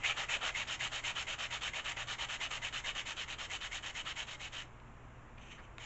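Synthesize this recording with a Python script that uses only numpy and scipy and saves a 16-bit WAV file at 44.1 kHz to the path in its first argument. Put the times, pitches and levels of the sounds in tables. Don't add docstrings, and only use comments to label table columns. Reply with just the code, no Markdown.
import sys
import numpy as np
from scipy import signal
from scipy.fft import rfft, irfft
from scipy.io import wavfile

SR = 44100
rng = np.random.default_rng(int(sys.argv[2]) if len(sys.argv) > 2 else 0)


def wav_out(sig):
    wavfile.write(sys.argv[1], SR, np.round(np.clip(np.atleast_2d(sig).T, -1, 1) * 32767).astype(np.int16))


N = 257984
T = np.arange(N) / SR
HZ = np.fft.rfftfreq(N, 1 / SR)

# start_s, level_db, brightness_db, pressure_rise_db
HAND_STROKES = [(0.023, -37.5, -1.5, 1), (0.15, -39.0, -2, 0.5), (0.274, -38.5, -0.5, 3.5),
                (0.394, -38.5, -2, 6.5), (0.53, -40.5, -0.5, 4.5), (0.66, -40.5, 1.0, 1),
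                (0.783, -40, 0, 1), (0.905, -41.0, 1.0, -2.5), (1.027, -40, 1.5, 0.5),
                (1.142, -40.5, 1.0, 0.5), (1.258, -41, -1, 1.5), (1.372, -40.5, -0.5, -1),
                (1.493, -41.5, 0, 4.5), (1.599, -40.5, 0, 2), (1.72, -42.0, -2.5, 2.5),
                (1.832, -41, -1, -1.5), (1.954, -42.5, -1, 0), (2.061, -41.5, 0.5, 0.5),
                (2.173, -41.0, -0.5, 4.5), (2.275, -42.0, 1.0, -1.5), (2.391, -41, -0.5, -2.5),
                (2.495, -41.5, 0.5, -3.5), (2.608, -42.0, 0, -1), (2.715, -42, 1, -2.0),
                (2.829, -42, 0.5, 4.5), (2.938, -42.0, 1.5, -0.5), (3.044, -43, 2, 4),
                (3.155, -43.5, 1, -3.5), (3.268, -44.5, 0.5, 1.5), (3.371, -44.0, 0.5, 0),
                (3.489, -43, 1.5, 1.5), (3.593, -44, 0, 2), (3.703, -44.0, 3, -1), (3.815, -44.5, 0.5, 1.5),
                (3.935, -44.0, 2.5, -0.5), (4.04, -43.0, 0.5, 1), (4.147, -43.5, 2.5, 4),
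                (4.256, -46.5, 1, -1.5), (4.385, -47.5, 2, -1.5), (4.51, -46.5, 0.5, -2),
                (5.776, -51.0, -0.5, 6)]


def sanding(judder_db=1.0, judder_hz=150, worn_db=1.46, worn_hz=35, pivot_hz=2400):
    stroke, travel, speed = arm_motion()
    _, level_db, brightness_db, pressure_rise_db = np.array(HAND_STROKES)[stroke].T
    # pitch_hz, exponent
    speed_powers = [(500, 0.39), (1500, 0.64), (2800, 0.86), (4500, 1.04), (7000, 0.6)]

    def drive(hz):
        tilt_db = brightness_db * np.log2(hz / pivot_hz) / 2
        return speed ** read(speed_powers, hz) * amp(tilt_db + worn_db * wander(worn_hz))

    sound = scratching(drive) + block_ringing(stroke, travel, speed, drive)
    sound += drive(pivot_hz) * part_ringing(stroke, travel, level_db)
    return sound * amp(level_db + pressure_rise_db * (travel - .5) + judder_db * judder(judder_hz))


def arm_motion(longest_s=0.15, stick=0.079, stop=0.87, skew=0.89, creep=0.059, cruise=1.18):
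    start_s = np.array(HAND_STROKES)[:, 0]
    length_s = np.minimum(np.diff(start_s, append=np.inf), longest_s)
    stroke = np.maximum(np.searchsorted(start_s, T) - 1, 0)
    phase = (T - start_s[stroke]) / length_s[stroke]
    travel = np.clip((phase - stick) / (stop - stick), 0, 1)
    speed = np.tanh(cruise * abs(np.sin(np.pi * travel ** skew))) + creep * (phase < 1)
    return stroke, travel, speed


def scratching(drive, gain_db=0.96):
    # pitch_hz, relative_db
    hiss_colour = [(200, -35.5), (420, -15.5), (580, -9), (1100, -5), (1600, 0.5), (2400, -1.5), (3150, 0),
                   (3420, -2), (3900, -4.5), (4400, -11), (4950, -15), (5850, -13.5), (6500, -8.5),
                   (7500, -12)]
    spectrum = rfft(coloured(grit(), hiss_colour))
    bands_hz = np.geomspace(400, 7500, 10)
    sound = np.zeros(N)
    for hz, share in zip(bands_hz, np.eye(len(bands_hz))):
        band = irfft(spectrum * read(np.c_[bands_hz, share], HZ), N)
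        sound += drive(hz) * band
    return amp(gain_db) * sound


def block_ringing(stroke, travel, speed, drive, gain_db=4.5, bite_db=2.5, bite_span=0.48):
    # pitch_hz, half_width_hz, push_db, pull_db, best_place (0 to 1), place_spread
    block_tones = [(618, 31, -24.5, -30, 0.5, 0.4), (800.4, 31, -21.5, -23.5, .47, 0.66),
                   (942, 26, -17.5, -22.5, 0.3, .6), (1098, 46, -26, -28.5, 0.3, 0.24),
                   (1304, 230, -22, -14, 0.87, 0.18), (1740, 400, -22, -27.5, 0, 0.18),
                   (2094, 110, -4, -7.5, .05, 0.095), (2224, 15, -14.5, -17, 0.6, 1),
                   (2845, 280, -7, -10, 0.66, 0.46), (3850, 190, -21.5, -37, 0.9, 0.51),
                   (5340, 130, -27.5, -22, 0.3, .3), (6790, 640, -16, -19.5, 0.35, 0.35)]
    pull = stroke % 2
    place = .5 - .5 * np.cos(np.pi * (travel + pull))
    early_bite_db = (bite_db + 1.5 * per_stroke(stroke)) * speed * np.exp(-(travel / bite_span) ** 4)
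    sound = np.zeros(N)
    for hz, half_width_hz, push_db, pull_db, best_place, spread in block_tones:
        nearness = np.exp(-.5 * ((place - best_place) / spread) ** 2)
        tone_db = np.where(pull, pull_db, push_db) + early_bite_db * 2 * abs(best_place - .5)
        sound += amp(gain_db + tone_db) * nearness * drive(hz) * ring(hz, half_width_hz)
    return sound


def part_ringing(stroke, travel, level_db, easy_stroke_db=-41.5, gain_db=-4.5):
    pull = stroke % 2
    force_db = np.maximum(level_db - easy_stroke_db, 0)
    sag_hz = np.where(pull, 35.5, 48) * force_db
    middle_hz = np.where(pull, 2930, 2820) - sag_hz + 80 * per_stroke(stroke)
    glide_hz = np.where(pull, -240, -61.5) + 180 * per_stroke(stroke)
    ring_db = gain_db + np.where(pull, 0.37, 1.46) * force_db + per_stroke(stroke)
    return amp(ring_db) * ring(middle_hz + glide_hz * (travel - .5), half_width_hz=393)


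def snags():
    # peak_s, level_db, pitch_hz, width_hz, half_length_s
    snag_events = [(0.361, -49.5, 600, 710, 0.017), (0.44, -42.5, 786, 1100, 0.015),
                   (4.801, -54.5, 2400, 1100, 0.0015), (5.383, -54.5, 2470, 1100, 0.0049),
                   (5.595, -54, 1630, 1200, 0.017)]
    return sum(amp(db) * swell(peak_s, half_length_s) * ring(hz, width_hz / 2)
               for peak_s, db, hz, width_hz, half_length_s in snag_events)


def tap(start_s=5.7826, gain_db=-40.5, rise_s=0.00016):
    # pitch_hz, relative_db, fade_s (time to fall by 60 dB)
    wood_tones = [(1130, 1, .011), (1370, 2, .011), (2230, -1, 0.0098), (2670, 2, 0.0094),
                  (3650, 1, 0.0059), (6900, -6, 0.0052)]
    age_s = np.maximum(T - start_s, 0)
    knock = sum(amp(db - 60 * age_s / fade_s) * np.sin(2 * np.pi * (hz * age_s + rng.random()))
                for hz, db, fade_s in wood_tones)
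    return amp(gain_db) * knock * (1 - np.exp(-age_s / rise_s))


def fingers(uneven_db=1.5, uneven_hz=90):
    # peak_s, half_length_s, level_db
    rubs = [(5.436, 0.042, -57), (5.528, 0.042, -51.5), (5.638, 0.019, -60)]
    # pitch_hz, relative_db
    rustle_colour = [(300, -3), (900, -27), (1800, -8.5), (2900, -1), (3600, -13.5), (4900, -33),
                     (6200, -14), (7600, -19.5)]
    level = sum(amp(db) * swell(peak_s, half_length_s) for peak_s, half_length_s, db in rubs)
    return level * amp(uneven_db * wander(uneven_hz)) * coloured(grit(grains_per_s=2500), rustle_colour)


def workshop(air_db=-54.5, waver_db=2.5, waver_hz=4, drift_cycles=0.091):
    # pitch_hz, relative_db
    air_colour = [(10, -3.5), (25, 2), (45, -2), (80, -5.5), (110, -7.5), (150, -8), (190, -13.5),
                  (300, -13.5), (500, -17), (1080, -15), (2790, -26.5), (4700, -47.5), (7200, -36),
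                  (8000, -42)]
    # pitch_hz, relative_db
    hum_tones = [(58.5, -6), (119.8, -2.5)]
    # time_s, level_db
    hum_levels = [(0, -62.5), (1.0, -58.5), (2.7, -60), (3.05, -68.5), (3.9, -68), (4.8, -61),
                  (5.85, -59.5)]

    def tone(hz, level_db):
        level = amp(level_db + waver_db * wander(waver_hz))
        return level * np.sqrt(2) * np.sin(2 * np.pi * (hz * T + drift_cycles * wander(waver_hz)))

    low_tone = swell(peak_s=5.21, half_length_s=0.4) * tone(hz=229.4, level_db=-66)
    hum_db = np.interp(T, *np.transpose(hum_levels))
    hum = sum(tone(hz, hum_db + db) for hz, db in hum_tones)
    return hum + low_tone + amp(air_db) * coloured(rng.standard_normal(N), air_colour)


def room(x, bench_db=-13, bench_delay_s=0.001615, tail_db=-13, tail_delay_s=.006):
    # pitch_hz, fade_s (time to fall by 60 dB)
    fade_times = [(300, 0.2), (2000, .2), (7000, 0.27)]
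    hz, t, noise = signal.stft(rng.standard_normal(SR // 2), SR, nperseg=256)
    tail = signal.istft(noise * amp(-60 * t / read(fade_times, hz)[:, None]), SR, nperseg=256)[1]
    echo = signal.fftconvolve(x, tail / np.linalg.norm(tail))[:N]
    bounce = amp(bench_db) * np.interp(T - bench_delay_s, T, x)
    return x + bounce + amp(tail_db) * np.interp(T - tail_delay_s, T, echo)


def grit(grains_per_s=9000, fine_gain=0.84):
    coarse = rng.standard_normal(N) * (rng.random(N) < grains_per_s / SR)
    return unit(unit(coarse) + fine_gain * rng.standard_normal(N))


def ring(hz, half_width_hz):
    spin = np.exp(2j * np.pi * np.cumsum(hz * np.ones(N)) / SR)
    decay = np.exp(-2 * np.pi * half_width_hz / SR)
    smoothed = signal.lfilter([1], [1, -2 * decay, decay * decay], grit() / spin)
    return unit((spin * smoothed).real)


def per_stroke(stroke):
    return rng.standard_normal(len(HAND_STROKES))[stroke]


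def judder(rate_hz):
    ratio = HZ / rate_hz
    return unit(irfft(rfft(rng.standard_normal(N)) * ratio / (1 + ratio ** 2) ** 2, N))


def wander(rate_hz):
    return unit(irfft(rfft(rng.standard_normal(N)) / (1 + (HZ / rate_hz) ** 2) ** 2, N))


def swell(peak_s, half_length_s):
    return np.exp(-((T - peak_s) / half_length_s) ** 2)


def coloured(x, points):
    return unit(irfft(rfft(x) * amp(read(points, HZ)), N))


def read(points, hz):
    pitch_hz, value = np.transpose(points)
    return np.interp(np.log(hz + 1), np.log(pitch_hz + 1), value)


def unit(x):
    return x / np.sqrt(np.mean(x ** 2) + 1e-20)


def amp(db):
    return 10 ** (np.asarray(db) / 20)


def scene():
    mono = room(sanding() + fingers() + snags() + tap()) + workshop()
    return np.array([mono, mono])


def record(dry, cutoff_hz=7830):
    low_pass = signal.firwin(221, cutoff_hz, window=("kaiser", 8), fs=SR)
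    return signal.oaconvolve(dry, low_pass[None], "same")


dry = scene()
out = record(dry)
wav_out(out)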